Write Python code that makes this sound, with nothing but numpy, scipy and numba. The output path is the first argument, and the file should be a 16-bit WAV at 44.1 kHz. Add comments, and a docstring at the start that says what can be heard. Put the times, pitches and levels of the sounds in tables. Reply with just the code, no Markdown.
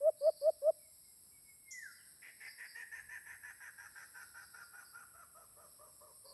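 """Dove in the trees

A dove close by hoots four quick notes, each rising as its throat swells. Further off a bird gives two
faint whistles, a long falling one, then a hoarse cackle that slows and sinks: rough pulses ringing throat,
chest and beak. Small birds chip and buzz, insects hiss in the treble with fast tooth strokes, and a faint
hush and rumble lie underneath. The surrounding trees return a soft echo of the birds."""
import sys
import numpy as np
from scipy import signal
from scipy.fft import rfft, irfft, next_fast_len
from scipy.io import wavfile
from scipy.ndimage import map_coordinates
from numba import njit

SR = 44100
rng = np.random.default_rng(int(sys.argv[2]) if len(sys.argv) > 2 else 0)


def log_audio(samples):
    """Write samples as a 16-bit WAV file to the path given in sys.argv[1]."""
    # one column per channel
    frames = np.atleast_2d(samples).T
    # limit to full scale, then quantise
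    limited = np.clip(frames, -1, 1)
    pcm = np.round(limited * 32767).astype(np.int16)
    wavfile.write(sys.argv[1], SR, pcm)


N = 279153
TIME = np.arange(N) / SR

# Colours of the open-air hush and the distant rumble. Each row: frequency in Hz, relative level in dB.
HUSH_COLOUR = [(60, -16.5), (150, -5), (300, -9), (600, -14), (1200, -16), (2400, -20), (3300, -25.5),
               (6500, -29), (12000, -31)]
RUMBLE_COLOUR = [(20, -37), (36, -21), (58, 1.5), (85, 0), (130, -4), (250, -23.5)]
# Colours of the three insect choruses. Each row: frequency in Hz, relative level in dB.
HIGH_CHORUS_COLOUR = [(5590, -59), (9500, -24.5), (9790, -18.5), (10600, -4), (11000, 2.5), (11600, -1),
                      (12100, -18.5), (15700, -54.5), (22000, -120)]
MID_CHORUS_COLOUR = [(7300, -26), (7750, -9), (8000, -4.5), (8270, -2.5), (8650, -5.5), (8950, -4),
                     (9150, -18.5), (9600, -38.5)]
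LOW_CHORUS_COLOUR = [(3200, -31.5), (3950, -11), (4400, -12), (4900, -5.5), (5300, 0), (5600, -5.5),
                     (5850, -25.5), (6300, -29)]
# Swells of the rumble and the lowest chorus. Each row: time in seconds, level in dB.
RUMBLE_SWELL = [(0, -81), (.9, -80.5), (2.7, -85.5), (3.05, -74.5), (3.7, -81), (6.33, -79.5)]
LOW_CHORUS_SWELL = [(0.0, -79.5), (0.23, -79.5), (0.35, -69.5), (1.67, -80), (1.83, -69), (2.64, -73.5),
                    (2.98, -77.5), (3.63, -79), (3.98, -71), (4.55, -71), (5.17, -80), (5.62, -78),
                    (5.8, -76), (6.33, -73.5)]
# Runs of insect chirps. Each row: start and end in seconds, pitch and width in Hz, relative level in dB.
INSECT_CHIRPS = [(.82, 1.662, 7610, 300, -73.5), (.97, 1.554, 5070, 700, -75.5),
                 (3.88, 4.203, 7360, 220, -77.5), (5.619, 6.3, 5400, 350, -78),
                 (5.88, 6.143, 7360, 220, -78)]
# Small birds' down-slurred chips. 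Each row: start in seconds, middle pitch in Hz, relative level in dB.
BIRD_CHIPS = [(.164, 4240, -71.5), (.192, 4500, -63.5), (.226, 4700, -58.5), (.252, 4750, -58.5),
              (.36, 4500, -62), (.398, 4650, -60.5), (.422, 4700, -61.5), (1.907, 5080, -66.5),
              (1.946, 5000, -66.5), (2.44, 4800, -69), (2.469, 5020, -57.5), (2.498, 5050, -60.5),
              (2.645, 4920, -64.5), (2.677, 4970, -58), (2.705, 4920, -65), (4.42, 5000, -67),
              (4.45, 4950, -70), (4.62, 5000, -66), (4.65, 4950, -70), (4.843, 4930, -65),
              (4.88, 4900, -68), (6.247, 4560, -63), (6.278, 4600, -58)]
# The far caller's two faint opening whistles, before its long falling whistle, then two higher slurs.
# Each row: start and length in seconds, first and last pitch in Hz, relative level in dB.
FAINT_WHISTLES = [(0.758, 0.16, 2413, 2040, -82), (1.033, 0.071, 2190, 2092, -80),
                  (1.699, 0.025, 3570, 3100, -80), (1.978, 0.038, 3260, 2690, -78.5)]
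# High buzzes. Each row: start and length in seconds, pitch and trill depth in Hz, relative level in dB.
BIRD_BUZZES = [(1.707, 0.016, 6300, 870, -48), (2.051, 0.07, 8800, 450, -66.5),
               (6.123, .099, 8770, 450, -66)]
# Path of the falling whistle. Each row: time in seconds, pitch in Hz, relative level in dB.
WHISTLE_PATH = [(1.31, 2280, -90), (1.378, 2227, -72.5), (1.412, 2230, -97.5), (1.5, 2188, -64),
                (1.56, 2177, -74), (1.648, 2175, -70.5), (1.686, 2134, -57.5), (1.71, 2112, -61.5),
                (1.768, 2003, -48.5), (1.81, 1863, -54.5), (1.864, 1571, -50.5), (1.902, 1382, -65),
                (1.95, 1335, -65)]
# Notes of the cackle. Each row: start in seconds, relative level in dB, roughness from 0 to about 1.
CACKLE_NOTES = [(2.216, -60, 1.01), (2.4, -55.5, 0.83), (2.575, -54.5, 0.78), (2.745, -52, 0.41),
                (2.912, -53, 0.57), (3.085, -52.5, 0.53), (3.254, -55, 0.71), (3.424, -55, 0.64),
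                (3.597, -56, .73), (3.773, -57, 0.62), (3.947, -56.5, 0.74), (4.139, -55.5, 0.53),
                (4.338, -56, 0.51), (4.533, -56.5, 0.53), (4.727, -57, 0.57), (4.929, -57, 0.49),
                (5.135, -61, 0.57), (5.341, -65.5, 0.56), (5.559, -67.5, 0.58), (5.783, -67, 0.43),
                (6.001, -68, 0.39), (6.238, -73, 0.21)]
# The voice sinks as the cackle goes on. Each row: time in seconds, throat resonance in Hz,
# relative chest level in dB, beak resonance in Hz, relative beak level in dB.
CACKLE_VOICE = [(2.2, 2044, -93, 6900, -101), (2.55, 1892, -77.5, 6920, -88), (2.9, 1800, -74, 6250, -74.5),
                (3.3, 1755, -71, 6100, -75.5), (3.8, 1618, -70.5, 5720, -70), (4.75, 1451, -71, 5870, -77),
                (5.15, 1361, -74.5, 5900, -83), (5.35, 1301, -69, 5830, -83), (5.8, 1166, -67.5, 5900, -87),
                (6.25, 1051, -65.5, 5900, -91)]
# Colours of the cackle's rasp and low breathy growl. 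Each row: frequency in Hz, relative level in dB.
RASP_COLOUR = [(400, -22), (700, -10), (1150, -14), (1500, -6), (1900, 1), (2150, -4), (2450, 0),
               (2850, -8), (3300, -22), (4500, -22), (5400, -15), (6100, -20), (8000, -32)]
GROWL_COLOUR = [(330, -13), (520, -2), (650, -3), (780, -24), (950, 5.5), (1100, -0.5), (1350, -20)]
# The dove's hoots. Each row: start and length in seconds, level at the crest in dB.
DOVE_HOOTS = [(.003, .103, -24.8), (.206, .1, -24.8), (.411, .097, -25.2), (.616, .096, -25.3)]
# Their overtones. Each row: multiple of the pitch, level in dB against the fundamental at the crest.
DOVE_OVERTONES = [(2, -37.5), (3, -54), (4, -63), (5, -68)]
# Colour of the catch in the dove's voice. Each row: frequency in Hz, relative level in dB.
CATCH_COLOUR = [(550, -25), (750, 0), (950, -3), (1300, -16), (1700, -45)]


def undb(db):
    """Decibels to gain."""
    return 10 ** (np.asarray(db) / 20)


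def level(x, db=0):
    """Scale to an rms level."""
    return x * undb(db) / np.sqrt(np.mean(x ** 2) + 1e-30)


def curves(table, at):
    """The columns of a table, joined by straight lines."""
    first, *columns = np.transpose(table)
    return [np.interp(at, first, c) for c in columns]


def add(out, start, x):
    """Mix a sound in at a time in seconds."""
    i = max(int(start * SR), 0)
    out[i:i + len(x)] += x[:max(N - i, 0)]


def turn(hz):
    """Phase of an oscillator that follows a pitch curve."""
    return 2 * np.pi * np.cumsum(hz) / SR


def wander(n, rate):
    """Smooth random drift with unit spread, through `rate` points a second."""
    knots = rng.standard_normal(4096)
    return 1.15 * map_coordinates(knots, [np.arange(n) * rate / SR], order=2, mode="wrap")


def colour(x, points):
    """Equalise with a curve of (Hz, dB) points."""
    hz, db = np.transpose(points)
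    size = next_fast_len(len(x) + 1024)
    bin_hz = np.maximum(np.fft.rfftfreq(size, 1 / SR), 1)
    gain = undb(np.interp(np.log(bin_hz), np.log(hz), db, left=-90, right=-90))
    return irfft(rfft(x, size) * gain, size)[:len(x)]


def hiss(points):
    """Coloured noise of unit level."""
    return level(colour(rng.standard_normal(N), points))


@njit
def resonate(x, hz, width_hz):
    """A state-variable resonance whose centre may sweep."""
    y, band, low = np.empty(len(x)), 0., 0.
    for i in range(len(x)):
        tuning, damping = np.tan(np.pi * hz[i] / SR), width_hz / hz[i]
        ring = (band + tuning * (x[i] - low)) / (1 + tuning * (tuning + damping))
        band, low = 2 * ring - band, low + 2 * tuning * ring
        y[i] = damping * ring
    return y


def formant(x, hz, width_hz, db):
    """Two resonances in series make one steep-sided band, at a given level."""
    return level(resonate(resonate(x, hz, float(width_hz)), hz, float(width_hz)), db)


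def trees(x, wet_db, t60, build_s):
    """Diffuse echo from trunks and foliage: it builds up, then dies away."""
    t = TIME[:SR]
    tail = rng.standard_normal(SR) * undb(-60 * t / t60) * (1 - np.exp(-(t / build_s) ** 2))
    return undb(wet_db) * signal.fftconvolve(x, tail / np.linalg.norm(tail))[:N]


def air():
    """The bed: a faint open-air hush over a slowly swelling rumble."""
    rumble_db, = curves(RUMBLE_SWELL, TIME)
    rumble = hiss(RUMBLE_COLOUR) * undb(rumble_db + 1.1 * wander(N, 7))
    hush = hiss(HUSH_COLOUR) * undb(-78.5 + wander(N, 3))
    return rumble + hush


def insects():
    """Three hissing choruses, with fast tooth strokes and pulsing syllables, and short runs of chirps."""
    stroke_hz, syllable_hz, chirp_period_s = 140, 16, .2
    strokes = 1 + .22 * np.sin(turn(stroke_hz * (1 + .064 * wander(N, 16))))
    high = hiss(HIGH_CHORUS_COLOUR) * strokes * undb(.56 * wander(N, 3.1))
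    # the wing's pitch slides down through each syllable
    syllable = turn(syllable_hz * (1 + .047 * wander(N, 2))) / (2 * np.pi) % 1
    slide = formant(rng.standard_normal(N), 8650 - 750 * syllable, width_hz=260, db=-2)
    mid = (hiss(MID_CHORUS_COLOUR) + slide * np.sin(np.pi * syllable)) * undb(.95 * wander(N, 260))
    swell_db, = curves(LOW_CHORUS_SWELL, TIME)
    low = hiss(LOW_CHORUS_COLOUR) * undb(swell_db + 1.2 * wander(N, 14))
    chirps = np.zeros(N)
    for start, end, hz, width_hz, db in INSECT_CHIRPS:
        n = int((end - start) * SR)
        pulsing = np.abs(np.sin(np.pi * TIME[:n] / chirp_period_s)) * rng.standard_normal(n)
        add(chirps, start, formant(pulsing, np.full(n, float(hz)), width_hz, db))
    return level(high, -64.5) + level(mid, -67) + low + undb(-3) * chirps


def glide(length, from_hz, to_hz, db, trill_depth_hz=0, trill_rate_hz=147.6):
    """One gliding whistled tone; a fast trill turns it into a buzz."""
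    t = TIME[:int(length * SR)]
    hz = np.linspace(from_hz, to_hz, len(t)) - trill_depth_hz * np.sin(2 * np.pi * trill_rate_hz * t)
    return level(signal.windows.tukey(len(t), .5) * np.sin(turn(hz)), db)


def short_calls():
    """Chips, slurs, buzzes and the far caller's faint opening whistles, blurred by the leaves."""
    chip_s, fall_hz = .02, 1146
    out = np.zeros(N)
    for start, hz, db in BIRD_CHIPS:
        add(out, start, glide(chip_s, hz + fall_hz / 2, hz - fall_hz / 2, db))
    for start, length, from_hz, to_hz, db in FAINT_WHISTLES:
        add(out, start, glide(length, from_hz, to_hz, db))
    for start, length, hz, depth_hz, db in BIRD_BUZZES:
        add(out, start, glide(length, hz, hz, db, depth_hz))
    blur = trees(out, wet_db=-.5, t60=.15, build_s=.0067)
    return undb(-5) * out + blur + trees(out, wet_db=-5.5, t60=.55, build_s=.03)


def whistle():
    """A thin, hesitant tone that swells and slides down."""
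    start, end, release_s = WHISTLE_PATH[0][0], WHISTLE_PATH[-1][0], .045
    hz, db = curves(WHISTLE_PATH, TIME)
    gate = (TIME > start) * np.clip((end - TIME) / release_s, 0, 1)
    envelope = gate * undb(db + 1.1 * wander(N, 59.7))
    return np.sqrt(2) * envelope * np.sin(turn(hz * (1 + .0047 * wander(N, 70))))


def hoarse_pulses(hz, rough):
    """The cackle's raw voice: uneven cycles smear the harmonics and turbulence adds breath."""
    n = len(hz)
    phase = turn(hz * (1 + .055 * rough * wander(n, 449.7) + .0149 * wander(n, 61.5)))
    pulses = level(sum(np.cos(k * phase) for k in range(1, 17)))
    turbulence = 1.9 * rough * rng.standard_normal(n)
    shimmer = 1 + np.tanh(1.25 * rough * wander(n, 376.8))
    return pulses * shimmer + turbulence


def cackle_note(start, db, roughness):
    """An arched note that grows hoarser: pulses ring throat, chest and beak around one sung line."""
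    attack_s, release_s, break_s = .016, .022, 5.03
    length = .099 + .00761 * (start - CACKLE_NOTES[0][0])  # notes lengthen as the bird tires
    n = int(length * SR)
    t = TIME[:n]
    along = t / length
    throat_hz, chest_db, beak_hz, beak_db = curves(CACKLE_VOICE, start)
    if start < break_s:
        pitch_hz, chest_ratio = 491.3, .58
    else:  # late on the pitch breaks upward, then sags
        pitch_hz, chest_ratio = 702 - 88 * (start - break_s), .48
    bend = (along / .43 - 1) ** 2  # zero at the top of the arch
    envelope = np.minimum(t / attack_s, 1) * np.minimum((length - t) / release_s, 1) * undb(-1.5 * along)
    rough = roughness * (.65 + .93 * along)
    voice = envelope * hoarse_pulses(pitch_hz * (1 - .17 * bend), rough)
    # as the throat sinks, its arch deepens and the rasp dies away
    arch_depth = .085 * (1510 / throat_hz) ** 1.96
    rasp_db = db - 5.5 + 22 * np.log2(throat_hz / 1870)
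    ring_hz = throat_hz * (1.012 - arch_depth * bend)
    # the smoother the note, the more its throat sings one clear line
    sung = envelope * np.clip(1 - rough, 0, 1) * np.sin(turn(ring_hz * (1 + .01 * wander(n, 302.7))))
    ring = formant(voice, ring_hz, width_hz=120 + 520 * rough.mean(), db=-9)
    throat = level(ring + undb(3) * sung, db)
    # the chest sounds mostly at the start of the note
    chest = formant(voice * undb(-9.5 * along), chest_ratio * ring_hz, width_hz=380, db=chest_db)
    beak = formant(voice, beak_hz + 640 * (along - .5), width_hz=670, db=beak_db)
    growl = level(colour(rng.standard_normal(n) * envelope, GROWL_COLOUR), chest_db - 8)
    rasp = level(colour(voice, RASP_COLOUR), rasp_db)
    return throat + chest + beak + growl + rasp


def far_caller():
    """One bird gives its long falling whistle, then cackles; near and far trees answer."""
    call = whistle()
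    for start, db, roughness in CACKLE_NOTES:
        add(call, start, cackle_note(start, db, roughness))
    near_echo = trees(call, wet_db=-6, t60=.1, build_s=.004)
    far_echo = trees(call, wet_db=-8, t60=1, build_s=.0063)
    return undb(-.17) * call + near_echo + far_echo


def hoot(length):
    """An almost pure note: pitch and level climb as the throat swells and flutters, then break off."""
    rest_hz, rise_hz, scoop_hz, droop_hz = 542.6, 105.3, 70, 73
    attack_s, flutter_hz = .0092, 85.3
    crest, hold, release = .72, .125, .081  # shares of the length
    n = int(length * SR)
    along = np.arange(n) / n
    swell = .09 + .91 * np.minimum(along / crest, 1) ** 1.7
    opening = np.minimum(TIME[:n] / attack_s, 1)
    closing = np.maximum(along - crest - hold, 0) / release
    push = opening * swell / (1 + closing ** 2 + closing ** 4) * signal.windows.tukey(n, .08)
    # the pitch rises with the push and droops as the air stops
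    hz = rest_hz + rise_hz * push - scoop_hz * (1 - opening) - droop_hz * np.clip(closing - 1, 0, 1)
    flutter = .014 * push * np.sin(turn(flutter_hz * (1 + .2 * wander(n, 31))))
    phase = turn(hz * (1 + flutter + .004 * wander(n, 200)))
    overtones = sum(undb(db + 3.2 * wander(n, 120)) * np.sin(k * phase) for k, db in DOVE_OVERTONES)
    husk = formant(rng.standard_normal(n), hz, width_hz=300, db=-43)
    # the voice catches just before the crest
    catch_envelope = np.exp(-((along - .63) / .08) ** 2)
    catch = catch_envelope * level(colour(rng.standard_normal(n), CATCH_COLOUR), db=-35)
    edge = push ** .55 * (overtones + husk + catch)
    return np.sqrt(2) * (push * np.sin(phase) + edge)


def dove():
    """Four close hoots; the ground and the nearest trunks answer first, then a faint longer tail."""
    out = np.zeros(N)
    for start, length, db in DOVE_HOOTS:
        add(out, start, undb(db) * hoot(length))
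    early_echo = trees(out, wet_db=-27.5, t60=.039, build_s=.019)
    return out + early_echo + trees(out, wet_db=-35, t60=.55, build_s=.024)


def scene():
    """The far caller, the near dove, short bird calls, insects and air, mixed in mono."""
    return (far_caller() + dove() + short_calls() + insects() + air())[None]


def record(dry):
    """A steep low-pass takes off the highest treble."""
    cutoff_hz = 12250
    return signal.sosfilt(signal.ellip(10, .2, 70, cutoff_hz, fs=SR, output="sos"), dry)


dry = scene()
out = record(dry)
log_audio(out)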